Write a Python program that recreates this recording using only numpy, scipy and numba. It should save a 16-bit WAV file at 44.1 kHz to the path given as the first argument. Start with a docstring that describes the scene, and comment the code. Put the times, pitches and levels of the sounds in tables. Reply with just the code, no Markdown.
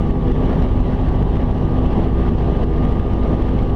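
"""A two-bladed helicopter thumps in steady flight, heard inside the cockpit by a small camera.
Each blade pass is a pressure dip built from cosines, with sharper slaps and peaks at listed times.
Shafts, gears and tail rotor hum and whine as sines that share one drifting speed. Shaped noise roars and
hisses round the cabin with the gusts, and a narrow band of noise makes a thin wandering whistle.
The camera steps its gain down abruptly on the highest peaks and adds its own faint whistles and hiss."""
import sys
import numpy as np
from scipy import signal
from scipy.fft import rfft, irfft, next_fast_len
from scipy.io import wavfile
from scipy.ndimage import uniform_filter1d, map_coordinates
from numba import njit

SR = 44100
rng = np.random.default_rng(int(sys.argv[2]) if len(sys.argv) > 2 else 0)


def unload_wav(signal):
    """Save mono or channel-first audio to the path in sys.argv[1] as 16-bit WAV at rate SR, clipped to [-1, 1]."""
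    wavfile.write(
        sys.argv[1],
        SR,
        np.round(np.clip(np.atleast_2d(signal).T, -1, 1) * 32767).astype(np.int16),
    )


def gain_from_decibels(decibels):
    """Convert decibel values to linear amplitude factors."""
    exponent = np.asarray(decibels, float) / 20
    return 10 ** exponent


N = 165375  # samples

# The drivetrain's speed as gear mesh pitch. Each row: time in seconds, mesh pitch in Hz.
MESH_SPEED = [(0, 1208), (.2, 1212), (.45, 1218), (.7, 1221), (.95, 1221), (1.2, 1216), (1.5, 1213),
              (1.8, 1209), (2.2, 1207), (2.7, 1206), (3.2, 1206), (3.5, 1208), (3.75, 1210)]
# Extra-hard blade slaps. Each row: centre in seconds, depth of the pressure dip in dB.
BLADE_SLAPS = [(0.11, -15.5), (0.3185, -11.5), (0.531, -16), (1.0885, -8.5), (1.228, -12.5), (1.37, -14.5),
               (1.5139, -14.5), (1.581, -14.5), (1.8633, -9.5), (1.932, -12.5), (2.291, -16), (2.638, -5.5),
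               (2.7804, -14), (2.852, -20), (2.926, -13.5), (2.9984, -10), (3.137, -12.5), (3.424, -10.5),
               (3.492, -24), (3.628, -11.5), (3.701, -16.5)]
# Sharp upward pressure peaks. Each row: centre in seconds, height in dB.
PRESSURE_PEAKS = [(.281, -10), (0.625, -10), (.691, -14.5), (1.357, -12.5), (2.3858, -12.5), (2.739, -7.5),
                  (3.2353, -9.5), (3.59, -13.5)]


def over_time(rows):
    """One value per sample for each column after the time."""
    seconds, *columns = np.transpose(rows)
    return [np.interp(np.arange(N) / SR, seconds, column) for column in columns]


def along(points, hz):
    """Interpolates (Hz, value) points on a log frequency axis."""
    f, v = np.transpose(points)
    return np.interp(np.log(hz + 1), np.log(f + 1), v)


def wobble(rate):
    """A smooth random curve through normal knots, rate knots a second (59 at most)."""
    knots = rng.standard_normal(int(N * 60 / SR) + 4)
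    return map_coordinates(knots, [np.arange(N) * min(rate, 59) / SR])


def bump(t, centre, half_width):
    """A Gaussian pulse of height 1, all in seconds."""
    return np.exp(-0.5 * ((t - centre) / half_width) ** 2)


def air(spectrum, patchy_db):
    """Turbulent noise of rms 1: patches of random gain in time and pitch, then a spectral shape."""
    z = signal.stft(rng.standard_normal(N + 1024), nperseg=512)[2]
    field = uniform_filter1d(rng.standard_normal(z.shape), size=5, axis=0)  # smooth over pitch
    field = uniform_filter1d(field, size=8, axis=1)  # smooth over time
    noise = signal.istft(z * gain_from_decibels(patchy_db * field / field.std()), nperseg=512)[1]
    m = next_fast_len(len(noise))
    shape = gain_from_decibels(along(spectrum, np.fft.rfftfreq(m, 1 / SR)))
    shaped = irfft(rfft(noise, m) * shape, m)[:N]
    return shaped / shaped.std()


def electronics_hiss():
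    """Steady noise of the camera's electronics."""
    # Each row: frequency in Hz, relative noise density in dB per Hz.
    hiss_shape = [(3000, -32.5), (5500, -5), (7000, -2), (10000, -1.5), (11500, -6.5), (14500, -9.5),
                  (16000, -10)]
    return gain_from_decibels(-72.5) * air(hiss_shape, patchy_db=-0.2)


def electronics_whistles():
    """Faint fixed sines from the camera's electronics."""
    # Each row: frequency in Hz, level in dB rms.
    clock_tones = [(9001, -97.5), (11999, -96), (13001, -94), (14998, -97.5)]
    t = np.arange(N) / SR
    return sum(np.sqrt(2) * gain_from_decibels(db) * np.sin(2 * np.pi * hz * t) for hz, db in clock_tones)


def whistle():
    """A thin airy whistle: a narrow band of noise carried on a gliding pitch."""
    # Each row: time in seconds, centre pitch in Hz, level in dB rms.
    glide_path = [(0, 13500, -100), (.3, 13600, -84), (.42, 13800, -96), (.58, 14000, -82),
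                  (.72, 14200, -98), (1, 14800, -87), (1.3, 14500, -99), (2.55, 14300, -94),
                  (2.85, 14350, -83), (3.15, 13850, -82), (3.45, 13600, -84), (3.62, 13100, -82),
                  (3.75, 13000, -85)]
    hz, db = over_time(glide_path)
    low_pass = signal.butter(2, 200, fs=SR, output="sos")  # reaches 200 Hz either side of the pitch
    fuzz = signal.sosfilt(low_pass, rng.standard_normal((2, N)))
    phase = 2 * np.pi * np.cumsum(hz) / SR
    return gain_from_decibels(db) * (fuzz[0] * np.cos(phase) + fuzz[1] * np.sin(phase)) / fuzz.std()


def airflow(passes):
    """Cabin roar and slipstream hiss follow the gusts, lightly chopped by the downwash."""
    # Air strength. Each row: time in seconds, gain in dB.
    gusts = [(0, -2), (.15, -3), (.3, -3), (.4, -1.5), (.5, 2.5), (.57, 0.5), (.64, 3.5), (.7, -2.5),
             (.88, 1.5), (1.1, 0), (1.3, 0.5), (1.5, -0.5), (1.85, -0.5), (2.05, 2.8), (2.11, -3),
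             (2.22, 1.1), (2.41, -0.5), (2.55, 1.5), (2.635, 4), (2.66, -2.5), (2.78, -0.5), (2.92, 1.05),
             (3.1, -0.5), (3.4, 1), (3.75, -3)]
    # Cabin roar. Each row: frequency in Hz, relative noise density in dB per Hz.
    roar_shape = [(7, -25.5), (14, -15.5), (22, -11), (36, -2.5), (52, -7), (74, -10), (120, -6.5),
                  (195, -7.5), (248, -8.5), (275, -12.5), (310, -12.5), (412, -14.5), (569, -19.5),
                  (802, -21), (1060, -28), (1180, -35.5), (1300, -42), (1500, -46), (1950, -65.5),
                  (3300, -120)]
    # Slipstream hiss. Each row: frequency in Hz, relative noise density in dB per Hz.
    rush_shape = [(700, -18), (1200, -7), (1390, -10.5), (1840, -8.5), (2420, -16.5), (2910, -12.5),
                  (4430, -26), (5000, -30), (5800, -32), (7000, -41.5), (10000, -47), (13000, -52.5),
                  (16000, -56.5), (20000, -68)]
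    roar_db, rush_db, chop_db = -19, -41.5, 0.7  # base levels; swell with each blade
    flare_db, flare_s = 5, 0.0028  # the hiss flares with slaps and peaks; half width
    t = np.arange(N) / SR
    air_db = over_time(gusts)[0] + chop_db * np.cos(2 * np.pi * passes + 2.2)
    flare = sum(bump(t, s, flare_s) for s, _ in BLADE_SLAPS + PRESSURE_PEAKS)
    roar_gain = gain_from_decibels(roar_db + air_db + 0.38 * wobble(9))
    rush_gain = gain_from_decibels(rush_db + 0.84 * air_db + flare_db * flare + 0.33 * wobble(16))
    return roar_gain * air(roar_shape, patchy_db=0.7) + rush_gain * air(rush_shape, patchy_db=1.16)


def mesh_cycles():
    """Gear mesh cycles of the common speed, counted from a moment when a blade is overhead."""
    blade_overhead_s = 1.8655
    mesh_hz = over_time(MESH_SPEED)[0] + 1.3 * wobble(11)  # slow drift plus quick hunting
    cycles = np.cumsum(mesh_hz) / SR
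    return cycles - cycles[round(blade_overhead_s * SR)]


def drivetrain(cycles):
    """Shaft, gear and tail rotor tones, each fluttering and wavering alone; load shifts some levels."""
    # Each row: share of the mesh pitch, level in dB rms, pitch flutter in Hz, level waver in dB,
    # gain in dB for every Hz that load drags the mesh pitch down.
    shaft_tones = [(.02821, -24.5, 0.18, -0.5, -0.5), (0.0573, -39.5, 0.35, 0, -1.5),
                   (.08505, -25.5, 0.35, 1, -0.15), (0.1268, -27.5, 0.74, 0.5, 0.16),
                   (.169, -34, 0.91, 1, 0), (.183, -44.5, 1.1, 6, 0.5), (.209, -27.5, 0.91, 1.2, 0),
                   (0.2735, -34.5, 1.5, 2.5, 0.59), (0.2786, -41, 0.61, 2, 0),
                   (0.3127, -41.5, 0.86, 4, -0.5), (0.3341, -34.5, 1.2, 1.5, 0.54),
                   (.394, -39.5, 1.3, 2.5, 0.27), (0.427, -45, 1.5, 2, 0), (0.667, -43, 8, 0.5, 0),
                   (.81, -52.5, 4.7, 5, -0.5), (0.9393, -45, 1.2, 4.5, 0.14)]
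    drag_hz = 1212 - over_time(MESH_SPEED)[0]  # below the mesh pitch at middle load
    total = np.zeros(N)
    for share, db, flutter_hz, waver_db, load_db in shaft_tones:
        level_db = db + waver_db * np.tanh(wobble(7)) + 1.1 * wobble(25) + load_db * drag_hz
        flutter = np.cumsum(flutter_hz * wobble(14)) / SR
        turns = share * cycles + rng.random() + flutter
        total += np.sqrt(2) * gain_from_decibels(level_db) * np.sin(2 * np.pi * turns)
    return total


def whine(cycles):
    """The gear mesh tone itself, a sine whose level and phase waver."""
    # Each row: time in seconds, level in dB rms.
    mesh_level = [(0, -42), (.1, -46.5), (.3, -50), (.63, -48), (.9, -48), (1.1, -52), (1.22, -45.5),
                  (1.5, -48.5), (1.7, -43), (2.05, -47.5), (2.25, -39.5), (2.4, -48), (2.55, -40),
                  (2.68, -44.5), (2.8, -39.5), (3.25, -40.5), (3.5, -44), (3.75, -47.5)]
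    level_db = over_time(mesh_level)[0] + 0.72 * wobble(14)
    return np.sqrt(2) * gain_from_decibels(level_db) * np.sin(2 * np.pi * cycles + 0.41 * wobble(14))


def rotor(passes):
    """Every blade pass is a suction dip, slightly unlike the last; slaps deepen it, peaks push back."""
    # The dip's harmonics. Each row: multiple of the blade rate, level in dB rms before the throb.
    dip_harmonics = [(1, -25), (2, -33), (3, -32), (4, -19.5), (6, -28)]
    # Blade loading. Each row: time in seconds, gain in dB.
    throb = [(0, -0.5), (.3, -5), (.6, -2.5), (.8, 2), (1, -4), (1.25, 2), (1.6, -1), (2.1, 2), (2.5, 1),
             (2.9, 0.5), (3.3, 0), (3.75, -1)]
    slap_s, peak_s = 0.002, 0.0018  # half widths
    t = np.arange(N) / SR
    beat = np.zeros(N)
    for multiple, db in dip_harmonics:
        level = np.sqrt(2) * gain_from_decibels(db + 0.61 * wobble(2.4))
        beat -= level * np.cos(2 * np.pi * multiple * passes + 0.2 * wobble(2.5))
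    slaps = sum(gain_from_decibels(db) * bump(t, s, slap_s) for s, db in BLADE_SLAPS)
    peaks = sum(gain_from_decibels(db) * bump(t, s, peak_s) for s, db in PRESSURE_PEAKS)
    return beat * gain_from_decibels(over_time(throb)[0]) - slaps + peaks


@njit
def stepped_gain(x, top, step, holds, climb, most, glide):
    """Steps down fast while the output is over the top, climbs back one step at a time."""
    out, gain, wanted, wait = np.empty_like(x), 1.0, 1.0, 0.0
    for i in range(len(x)):
        wait -= 1
        if abs(x[i]) * wanted > top:
            # a loud peak also cuts short the long wait between upward steps
            if wait <= 0 or wait > 3 * holds[i]:
                wanted, wait = wanted * step, holds[i]
        elif wait <= 0:
            wanted, wait = min(wanted / step, most), climb
        gain += glide * (wanted - gain)
        out[i] = x[i] * gain
    return out


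def gain_control(x):
    """The camera's automatic gain, moving in small quick steps."""
    top_db, most_db = -8, 2.4  # threshold, gain ceiling
    step_db, step_s = 0.17, 0.00015  # one step, mean wait between steps down
    climb_db_per_s = 22
    holds = step_s * SR * rng.uniform(0.8, 1.2, N)  # samples
    climb = step_db / climb_db_per_s * SR  # samples between steps up
    # glide: share of the remaining step taken each sample
    return stepped_gain(x, gain_from_decibels(top_db), gain_from_decibels(-step_db), holds, climb, gain_from_decibels(most_db), glide=0.45)


def scene():
    """All sources at the one microphone."""
    cycles = mesh_cycles()
    passes = cycles / 85.4  # mesh cycles per blade pass
    mix = airflow(passes) + whistle() + drivetrain(cycles) + whine(cycles) + rotor(passes)
    return mix[None]


def roll_off(x):
    """The treble ends steeply here."""
    return signal.sosfilt(signal.butter(12, 15750, fs=SR, output="sos"), x)


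def record(dry):
    """The camera's low cut and gain control, then its electronics' whistles and hiss."""
    low_cut = signal.butter(1, 5.5, "high", fs=SR, output="sos")  # Hz
    x = gain_control(signal.sosfilt(low_cut, dry[0]))
    x = x + electronics_whistles() + electronics_hiss()
    return roll_off(x[None])


dry = scene()
out = record(dry)
unload_wav(out)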